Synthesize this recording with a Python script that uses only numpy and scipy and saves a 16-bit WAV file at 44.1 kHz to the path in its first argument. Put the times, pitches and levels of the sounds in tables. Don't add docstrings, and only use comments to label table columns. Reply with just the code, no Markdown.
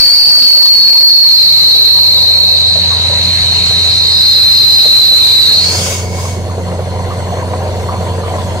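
import sys
import numpy as np
from scipy import signal
from scipy.fft import rfft, irfft
from scipy.io import wavfile
from scipy.ndimage import uniform_filter1d, minimum_filter1d, map_coordinates

SR = 44100
rng = np.random.default_rng(int(sys.argv[2]) if len(sys.argv) > 2 else 0)


def store_wav(level_fs):
    pcm = np.round(np.clip(np.atleast_2d(level_fs), -1, 1) * 32767)
    wavfile.write(sys.argv[1], SR, pcm.T.astype(np.int16))


N = 379260
TIME, FREQ = np.arange(N) / SR, np.fft.rfftfreq(N, 1 / SR)

# time_s, relative level_db
BLOW = [(0, 27), (.5, 22.5), (1.27, 20.5), (1.5, 12.5), (1.9, 11.5), (2.25, 2.5), (2.45, 3), (2.7, -1.5),
        (3.0, -9), (3.8, -4.5), (4.1, -1.5), (4.3, 5), (4.65, 7), (4.95, 12), (5.35, 7.5), (5.57, 4),
        (5.74, -14), (5.95, -31), (6.1, -37)]
# pitch_hz, width_hz, lift_db
PIPE_RINGS = [(2200, 120, 3), (3960, 35, 5), (4130, 40, 4), (4243, 35, 5), (4415, 30, 5), (4501, 25, 4),
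              (5000, 110, 3.5), (5120, 90, -6), (5260, 90, 2), (5836, 25, 4), (6351, 18, 7.5),
              (6461, 22, 6.5), (7080, 30, 3)]
# time_s, firing_rate_hz
ENGINE_SPEED = [(0, 88.36), (3, 88.67), (5.3, 89.84), (6.1, 89.7), (7.3, 89.94), (8.6, 89.65)]
# frequency_hz, relative level_db
CLATTER_SPECTRUM = [(150, -21), (330, -11.5), (430, -4.5), (510, 3.5), (630, 3.5), (740, -5.5), (840, -8),
                    (910, -7.5), (1060, -5), (1220, -13), (1500, -13.5), (2100, -10.5), (3000, -28),
                    (8000, -70)]


def amp(db):
    return 10 ** (np.asarray(db) / 20)


def unit(x):
    return x / np.sqrt(np.mean(x ** 2) + 1e-20)


def read(points, hz):
    point_hz, value = np.transpose(points)
    return np.interp(np.log(hz + 1), np.log(point_hz + 1), value)


def follow(rows):
    return np.interp(TIME, *np.transpose(rows))


def ramp(start_s, length_s):
    return np.clip((TIME - start_s) / length_s, 0, 1)


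def wander(rate_hz):
    return unit(irfft(rfft(rng.standard_normal(N)) / (1 + (FREQ / rate_hz) ** 4), N))


def noise(colour, same):
    a, b = rfft(rng.standard_normal((2, N)))
    same = np.clip(same, -1, 1)
    pair = np.array([a, same * a + np.sqrt(1 - same ** 2) * b])
    return unit(irfft(pair * amp(read(colour, FREQ)), N))


def band(size, hz, width_hz, same, order=1):
    a, b = rng.standard_normal((2, size)) + 1j * rng.standard_normal((2, size))
    same = np.clip(same, -1, 1)
    spectrum = np.fft.fft([a, same * a + np.sqrt(1 - same ** 2) * b])
    slow = np.fft.ifft(spectrum / (1 + (2 * np.fft.fftfreq(size, 1 / SR) / width_hz) ** 2) ** order)
    return unit((slow * np.exp(2j * np.pi * np.cumsum(hz * np.ones(size)) / SR)).real)


def resonate(x, hz, width_hz):
    turn = np.exp(2j * np.pi * np.cumsum(hz * np.ones(N)) / SR)
    r = np.exp(-np.pi * width_hz / SR)
    return 2 * (turn * signal.lfilter([1 - r], [1, -r], x / turn)).real


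def ringing(x, modes):
    lift = 1 + sum((amp(db) - 1) / (1 + (2 * (FREQ - hz) / width) ** 2) for hz, width, db in modes)
    return unit(irfft(rfft(x) * lift, N))


def patchy(x, depth_db, frame_count, bin_count):
    z = signal.stft(x, nperseg=512, noverlap=384)[2]
    field = uniform_filter1d(rng.standard_normal(z.shape[1:]), bin_count, 0)
    field = uniform_filter1d(field, frame_count, 1)
    return unit(signal.istft(z * amp(depth_db * unit(field)), nperseg=512, noverlap=384)[1][:, :N])


def power(x, size):
    return abs(uniform_filter1d((x ** 2).mean(0), size)) + 1e-12


def add(mix, s, sound):
    part = mix[:, max(round(s * SR), 0):][:, :sound.shape[1]]
    part += sound[:, :part.shape[1]]


def from_right(x, lag_ms):
    left = map_coordinates(x[0], [np.arange(N) - lag_ms * SR / 1000], order=5, mode="nearest")
    return np.array([left, x[1]])


def yard(x, wet_db, t60):
    t = np.arange(SR // 4) / SR
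    hits = rng.standard_normal((2, len(t))) * (rng.random((2, len(t))) < 1500 / SR)
    taps = hits * amp(-60 * t / t60)
    echoes = signal.fftconvolve(x, taps, axes=1)[:, :N]
    return unit(unit(x) + amp(wet_db) * unit(echoes))


def reflected(x, echo_db=-13, sway_ms=0.071, count=5):
    out = x
    for delay_ms in rng.uniform(4, 22, count):
        at = np.arange(N) - (delay_ms + sway_ms * wander(rate_hz=1.0)) * SR / 1000
        out = out + amp(echo_db) * np.array([np.interp(at, np.arange(N), side) for side in x])
    return unit(out)


def repeating(cycle, count=110, size=4096, slip=0.013):
    hz = np.arange(count) * np.mean(follow(ENGINE_SPEED)) / 6
    phases = np.exp(2j * np.pi * rng.random(count))
    shape = irfft(amp(read(CLATTER_SPECTRUM, hz)) * phases * (hz > 0), size)
    angle = cycle + slip * wander(rate_hz=3.4)
    return unit(np.interp(angle, np.arange(size) * 2 * np.pi / size, shape, period=2 * np.pi))


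def engine(drone_db=-18.5, clatter_db=-0.32, throb=0.094, rough_db=1.43, chug=0.091, regular_db=-5,
           unsteady=0.81, fan_hz=113.5, fan_db=-11):
    # multiple of the six-cylinder cycle rate, relative level_db
    orders = [(3, -29.5), (6, 0), (7, -19), (8, -32), (9, -18), (10, -26), (12, -12.5), (14, -26.5),
              (16, -30), (25, -25)]
    # time_s, relative level_db
    clatter_level = [(0, -7.5), (1.2, -19.5), (2.2, -19.5), (3.1, -27), (3.6, -32), (5.0, -23.5),
                     (5.85, -22), (6.15, -27), (7.5, -20.5), (8.6, -21.5)]
    # time_s, relative level_db
    rumble_level = [(0, -6), (2, -2), (2.8, -29), (3.4, -16), (4.2, -8), (5, 1), (6, -7), (8.6, -5)]
    # frequency_hz, relative level_db
    rumble_spectrum = [(20, -26), (40, -24), (60, 0), (110, -3.5), (200, -5.5), (290, -12.5), (350, -7.5),
                       (460, -7), (600, -16), (1000, -24), (2000, -66)]
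    # pitch_hz, width_hz, lift_db
    panels = [(243, 3.1, 3.5), (265.6, 3, 7.5), (430, 7.2, 6), (457, 5.5, 9), (506, 7, 5.5), (726, 11, 9),
              (752, 45, 8), (920, 18, 11.5), (980, 18, 9), (1004, 8.5, 12.5), (1083, 17, 1)]
    # frequency_hz, likeness from 0 to 1
    likeness = [(60, 0), (130, 0.72), (290, 1), (640, 1), (1000, 0.93), (1500, 0), (4000, 0.9)]
    cycle = 2 * np.pi * np.cumsum(follow(ENGINE_SPEED)) / SR / 6
    tones = amp(fan_db) * np.sin(2 * np.pi * fan_hz * TIME + 0.094 * wander(rate_hz=5))
    for order, db in orders:
        sway = 1 + unsteady * (1 - 1.06 * amp(db)) * wander(rate_hz=11.0)
        tones = tones + amp(db) * sway * np.sin(round(order) * cycle + 2 * np.pi * rng.random())
    same = read(likeness, FREQ)
    rumble = ringing(noise(rumble_spectrum, same), panels)
    low = np.sqrt(2) * tones * amp([[-.7], [.7]]) + amp(follow(rumble_level)) * rumble
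    knocks = patchy(noise(CLATTER_SPECTRUM, same), depth_db=2.7, frame_count=13, bin_count=3)
    knocks = knocks + amp(regular_db) * repeating(cycle)
    pulse = 1 + throb * np.cos(6 * cycle) + chug * np.cos(cycle)
    knocks = ringing(knocks * pulse * amp(rough_db * wander(rate_hz=66)), panels)
    clatter = from_right(knocks, lag_ms=0.12) * amp(follow(clatter_level) + clatter_db) * amp([[.3], [-.3]])
    return from_right(low, lag_ms=0.27) * amp(drone_db) + clatter


def rattles(width_hz=240, attack_s=0.0041, bite_db=-8, bite_hz=1150, bite_width_hz=900, bite_s=0.013):
    # start_s, level_db, pitch_hz, decay_s
    hits = [(.372, -1.5, 566, 0.018), (.572, -3.5, 563, 0.016), (0.651, -7, 1070, 0.018),
            (0.944, -3.5, 984, 0.029), (1.245, -10, 1087, 0.025), (1.97, -15.5, 1038, 0.035),
            (2.168, -18, 1050, .02), (2.752, -19.5, 600, 0.036), (2.905, -21, 1023, 0.03),
            (3.095, -22, 556, 0.035), (3.705, -21, 706, 0.018), (4.846, -7.5, 578, 0.029),
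            (5.115, -11.5, 599, 0.021), (5.858, -28, 1010, 0.028), (6.18, -27.5, 1040, .025),
            (6.249, -24.5, 1032, 0.022), (6.495, -28, 1060, 0.018), (6.578, -18.5, 525, 0.023),
            (6.716, -19, 516, 0.024), (6.789, -19, 549, 0.016), (6.915, -26, 491, 0.045),
            (7.104, -23.5, 1100, 0.023), (7.322, -21, 698, 0.021), (7.884, -20, 1096, 0.032),
            (7.922, -25, 1080, 0.044), (8.232, -27, 1143, 0.054), (8.308, -19.5, 698, 0.03),
            (8.352, -21.5, 593, 0.029), (8.38, -21, 976, 0.013)]
    out, t = np.zeros((2, N)), np.arange(SR // 4) / SR
    for s, db, hz, decay_s in hits:
        ring = band(len(t), hz, width_hz, same=0.98) * np.exp(-t / decay_s)
        ring = ring / np.sqrt(np.mean(ring[:, t < decay_s] ** 2))
        bite = band(len(t), bite_hz, bite_width_hz, same=0.48) * np.exp(-t / bite_s)
        add(out, s, amp(db) * np.minimum(t / attack_s, 1) * (ring + amp(bite_db) * bite))
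    return from_right(out, lag_ms=0.15)


def groan(width_hz=16, fade_s=0.11, start_s=3.48, length_s=0.67):
    # pitch_hz, level_db
    groan_tones = [(425, -35), (727, -36), (996, -52), (1330, -42)]
    tones = sum(amp(db) * band(N, hz, width_hz, same=0.99) for hz, db in groan_tones)
    return tones * ramp(start_s, fade_s) * (1 - ramp(start_s + length_s, fade_s))


def leak(level_db=-36.0, waver_db=0.5, whistle_hz=4275, whistle_width_hz=150, whistle_db=-46.0,
         swell_db=-46, swell_s=7.17, swell_length_s=0.24,
         start_s=5.59, rise_s=1, growth_db_per_s=1.5, rings_above_hz=5500):
    # frequency_hz, relative level_db
    leak_spectrum = [(900, -41), (1300, -21), (1900, -25), (2600, 3), (3300, 4), (4300, 4), (5300, -2),
                     (6800, -0.5), (8000, -2), (9400, -2.5), (10700, -11.5), (14800, -13.5), (15500, -49)]
    air = patchy(noise(leak_spectrum, same=0.46), depth_db=2.5, frame_count=20, bin_count=4)
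    high_rings = [mode for mode in PIPE_RINGS if mode[0] > rings_above_hz]
    air = ringing(yard(air, wet_db=-3, t60=0.05), high_rings)
    db = level_db + growth_db_per_s * (TIME - start_s) + waver_db * wander(rate_hz=5.1)
    singing = amp(whistle_db) + amp(swell_db) * np.exp(-((TIME - swell_s) / swell_length_s) ** 2)
    tone = singing * band(N, whistle_hz, whistle_width_hz, same=0.78)
    return (air * amp(db) + tone) * ramp(start_s, rise_s)


def gushes(ring_hz=2200, width_hz=90, ring_db=-35, ring_start_s=5.6, ring_length_s=0.71,
           rise_s=0.11, fall_db_per_s=103):
    # start_s, length_s, level_db
    bursts = [(5.536, 0.39, -15.5), (6.088, 0.2, -25.5)]
    # frequency_hz, relative level_db
    gush_spectrum = [(300, -38), (1400, -3), (2000, -6), (2220, -2), (2500, -2.5), (3500, 1), (4400, -7.5),
                     (5000, 4), (5700, -2), (6450, 6), (7300, -0.5), (10000, -7), (12000, -11.5),
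                     (15500, -13)]

    def envelope(start_s, length_s):
        return ramp(start_s, rise_s) * amp(-fall_db_per_s * np.maximum(TIME - start_s - length_s, 0))

    gush = patchy(noise(gush_spectrum, same=0.3), depth_db=1.5, frame_count=12, bin_count=5)
    gush = ringing(yard(gush, wet_db=3.0, t60=0.11), PIPE_RINGS)
    ring = band(N, ring_hz, width_hz, same=0.082) * amp(ring_db) * envelope(ring_start_s, ring_length_s)
    return ring + gush * sum(amp(db) * envelope(start_s, length_s) for start_s, length_s, db in bursts)


def hiss(rush_db=-23, roar_db=-24.5, steady_roar_db=-26, fizz_db=-38, rush_slope=0.86, roar_slope=1,
         fizz_slope=1.39, end_s=5.65, fade_s=0.11):
    # time_s, relative level_db
    hissiness = [(0, 2), (.5, 1), (1.1, -2), (1.6, 0), (2.1, -1.5), (2.55, -0.5), (3.3, 4.5), (3.9, 4.5),
                 (4.3, 1.5), (5.4, 4)]
    # frequency_hz, relative level_db
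    rush_spectrum = [(300, -10), (2500, 8), (4000, -32), (5200, 14), (6000, 13), (7500, 12), (8600, 11.5),
                     (9800, 6.5), (11000, 1.5), (13500, 1), (15500, -24)]
    # frequency_hz, relative level_db
    roar_spectrum = [(30, 1), (120, 3.5), (280, 0), (400, -8.5), (620, -2), (820, -2), (1040, 0.5),
                     (1350, -3), (2100, 1), (2600, 2.5), (3200, 0.5), (4200, -14), (6000, -49)]
    blow_db = follow(BLOW)
    rush = patchy(noise(rush_spectrum, same=0.073), depth_db=2.3, frame_count=14, bin_count=9)
    rush = ringing(rush, PIPE_RINGS)
    roar = reflected(patchy(noise(roar_spectrum, same=0.17), depth_db=2.5, frame_count=20, bin_count=4))
    fizz = noise([(6000, -13), (10500, 5.0), (15500, -1.0)], same=0.2)
    air = (rush * amp(rush_db + rush_slope * blow_db)
           + roar * np.hypot(amp(steady_roar_db), amp(roar_db + roar_slope * blow_db))
           + fizz * amp(fizz_db + fizz_slope * blow_db))
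    return air * amp(follow(hissiness)) * (1 - ramp(end_s, fade_s))


def thin_whistle(low_hz=6351, high_hz=6461, width_hz=22, high_db=-2):
    # time_s, level_db
    thin_level = [(0, -30), (1.6, -29), (2.8, -38), (3.6, -42), (5.5, -42), (5.9, -39), (6.4, -50),
                  (8.6, -52)]
    pair = band(N, low_hz, width_hz, same=0.32) + amp(high_db) * band(N, high_hz, width_hz, same=0.34)
    return pair * amp(follow(thin_level))


def strands(width_hz=52, waver_hz=17, jitter_hz=12, fade_s=0.082):
    # start_s, length_s, first_pitch_hz, last_pitch_hz, level_db against the wide band
    locked_tones = [(0, 0.5, 4604, 4520, -0.5), (0, 0.49, 4390, 4420, -8), (0.429, 0.95, 4444, 4303, 2),
                    (0.998, .3, 4320, 4270, -6), (1.33, 0.14, 4167, 4170, 2), (1.4, .75, 4273, 4245, -5),
                    (1.78, 1.07, 4206, 4140, -7), (2.283, 0.31, 4280, 4266, -0.5),
                    (3.298, 0.96, 4230, 4244, -10), (4.2, 1.17, 4162, 4120, 1.5),
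                    (4.297, 0.57, 4000, 3996, -3), (4.883, 0.65, 3990, 3990, 1),
                    (5.433, 0.26, 4216, 4300, -2.5), (5.582, .2, 4340, 4490, -3)]
    out = np.zeros((2, N))
    waver = waver_hz * wander(rate_hz=9.15) + jitter_hz * wander(rate_hz=70.2)
    for start_s, length_s, from_hz, to_hz, db in locked_tones:
        t = np.arange(0, length_s, 1 / SR)
        own_waver = np.roll(waver, rng.integers(N))[:len(t)]
        hz = np.linspace(from_hz, to_hz, len(t)) + own_waver
        envelope = np.clip(np.minimum(t, length_s - t) / fade_s, 0, 1)
        add(out, start_s, amp(db) * envelope * band(len(t), hz, width_hz, same=0.47))
    return out


def whistle_pitch(start_hz=4520, settled_hz=4069, settle_s=1.55, settle_shape=1.49,
                  widen_s=5.52, widen_length_s=0.36, widen_rise_hz=640):
    pitch = settled_hz + (start_hz - settled_hz) * np.exp(-(TIME / settle_s) ** settle_shape)
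    return pitch + widen_rise_hz * ramp(widen_s, widen_length_s)


def whistle(band_hz=500, spray_hz=1100, spray_ratio=1.12, flutter_db=0.93, level_db=1, lower_ratio=0.94,
            lower_width_hz=260, lower_db=-6, lower_s=1.32, lower_rise_s=0.16, end_s=6.3, fade_s=0.1):
    # time_s, level_db against the wide band
    spray_level = [(0, -22.5), (3.4, -24), (4.05, -12), (4.6, -7.5), (4.95, -13), (5.55, -16), (5.72, -3)]
    # time_s, relative level_db
    octave_level = [(0, -26), (.5, -28), (.9, -52), (4.2, -45), (5.0, -30), (5.4, -24), (5.6, -30)]
    pitch = whistle_pitch()
    same = .68
    # frequency_hz, relative level_db
    jet = [(2500, -45), (3550, -5), (3800, -2), (5000, 1.5), (5800, -1), (7000, -19), (8500, -48)]
    wide, spray = noise(jet, same), noise(jet, same / 2)
    for _ in range(3):
        wide = resonate(wide, pitch, band_hz)
        spray = resonate(spray, pitch * spray_ratio, spray_hz)
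    lower = band(N, pitch * lower_ratio, lower_width_hz, same, order=2)
    lower = lower * amp(lower_db) * ramp(lower_s, lower_rise_s)
    air = unit(wide) + lower + amp(follow(spray_level)) * unit(spray)
    air = patchy(air, depth_db=2.5, frame_count=16, bin_count=3)
    air = ringing(reflected(air), PIPE_RINGS)
    tone = air / np.sqrt(power(air, size=6000)) + strands()
    tone = tone / np.sqrt(power(tone, size=1100))
    octave = unit(resonate(resonate(tone ** 2, 2 * pitch, 1200), 2 * pitch, 1200))
    level = amp(follow(BLOW) + level_db + flutter_db * wander(rate_hz=94)) * (1 - ramp(end_s, fade_s))
    return (tone + amp(follow(octave_level)) * octave) * level


def scene():
    # time_s, delay of the left side_ms
    bearing = [(0, .134), (2.5, .148), (4.3, .183), (5.2, .19), (8.6, .18)]
    air = whistle() * amp([[-.4], [.4]]) + hiss() + gushes() + leak() + thin_whistle()
    return from_right(air, follow(bearing)) + engine() + rattles() + groan()


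def overload(x, ceiling_db=7.5, headroom_db=-0.5, share=0.46):
    ceiling = np.maximum(amp(ceiling_db), amp(headroom_db) * np.sqrt(power(x, size=2000)))
    fine = signal.resample_poly(x / ceiling, 3, 1, axis=1)
    bent = fine + share * (np.clip(fine, -1, 1) - fine)
    return ceiling * signal.resample_poly(bent, 1, 3, axis=1)


def record(dry, knee_db=-8.0, strength=0.81, peak_db=-0.1, size=50, edge_hz=15700):
    driven = overload(dry)
    loudness = power(driven, size=4000) / amp(knee_db) ** 2
    ducked = driven * amp(-strength * 10 * np.log10(1 + loudness))
    allowed = np.minimum(1, amp(peak_db) / (abs(ducked).max(0) + 1e-9))
    limiter = uniform_filter1d(minimum_filter1d(allowed, size), size)
    held = np.clip(ducked * limiter, -1, 1)
    return signal.oaconvolve(held, signal.firwin(511, edge_hz, window=("kaiser", 9), fs=SR)[None], "same")


dry = scene()
out = record(dry)
store_wav(out)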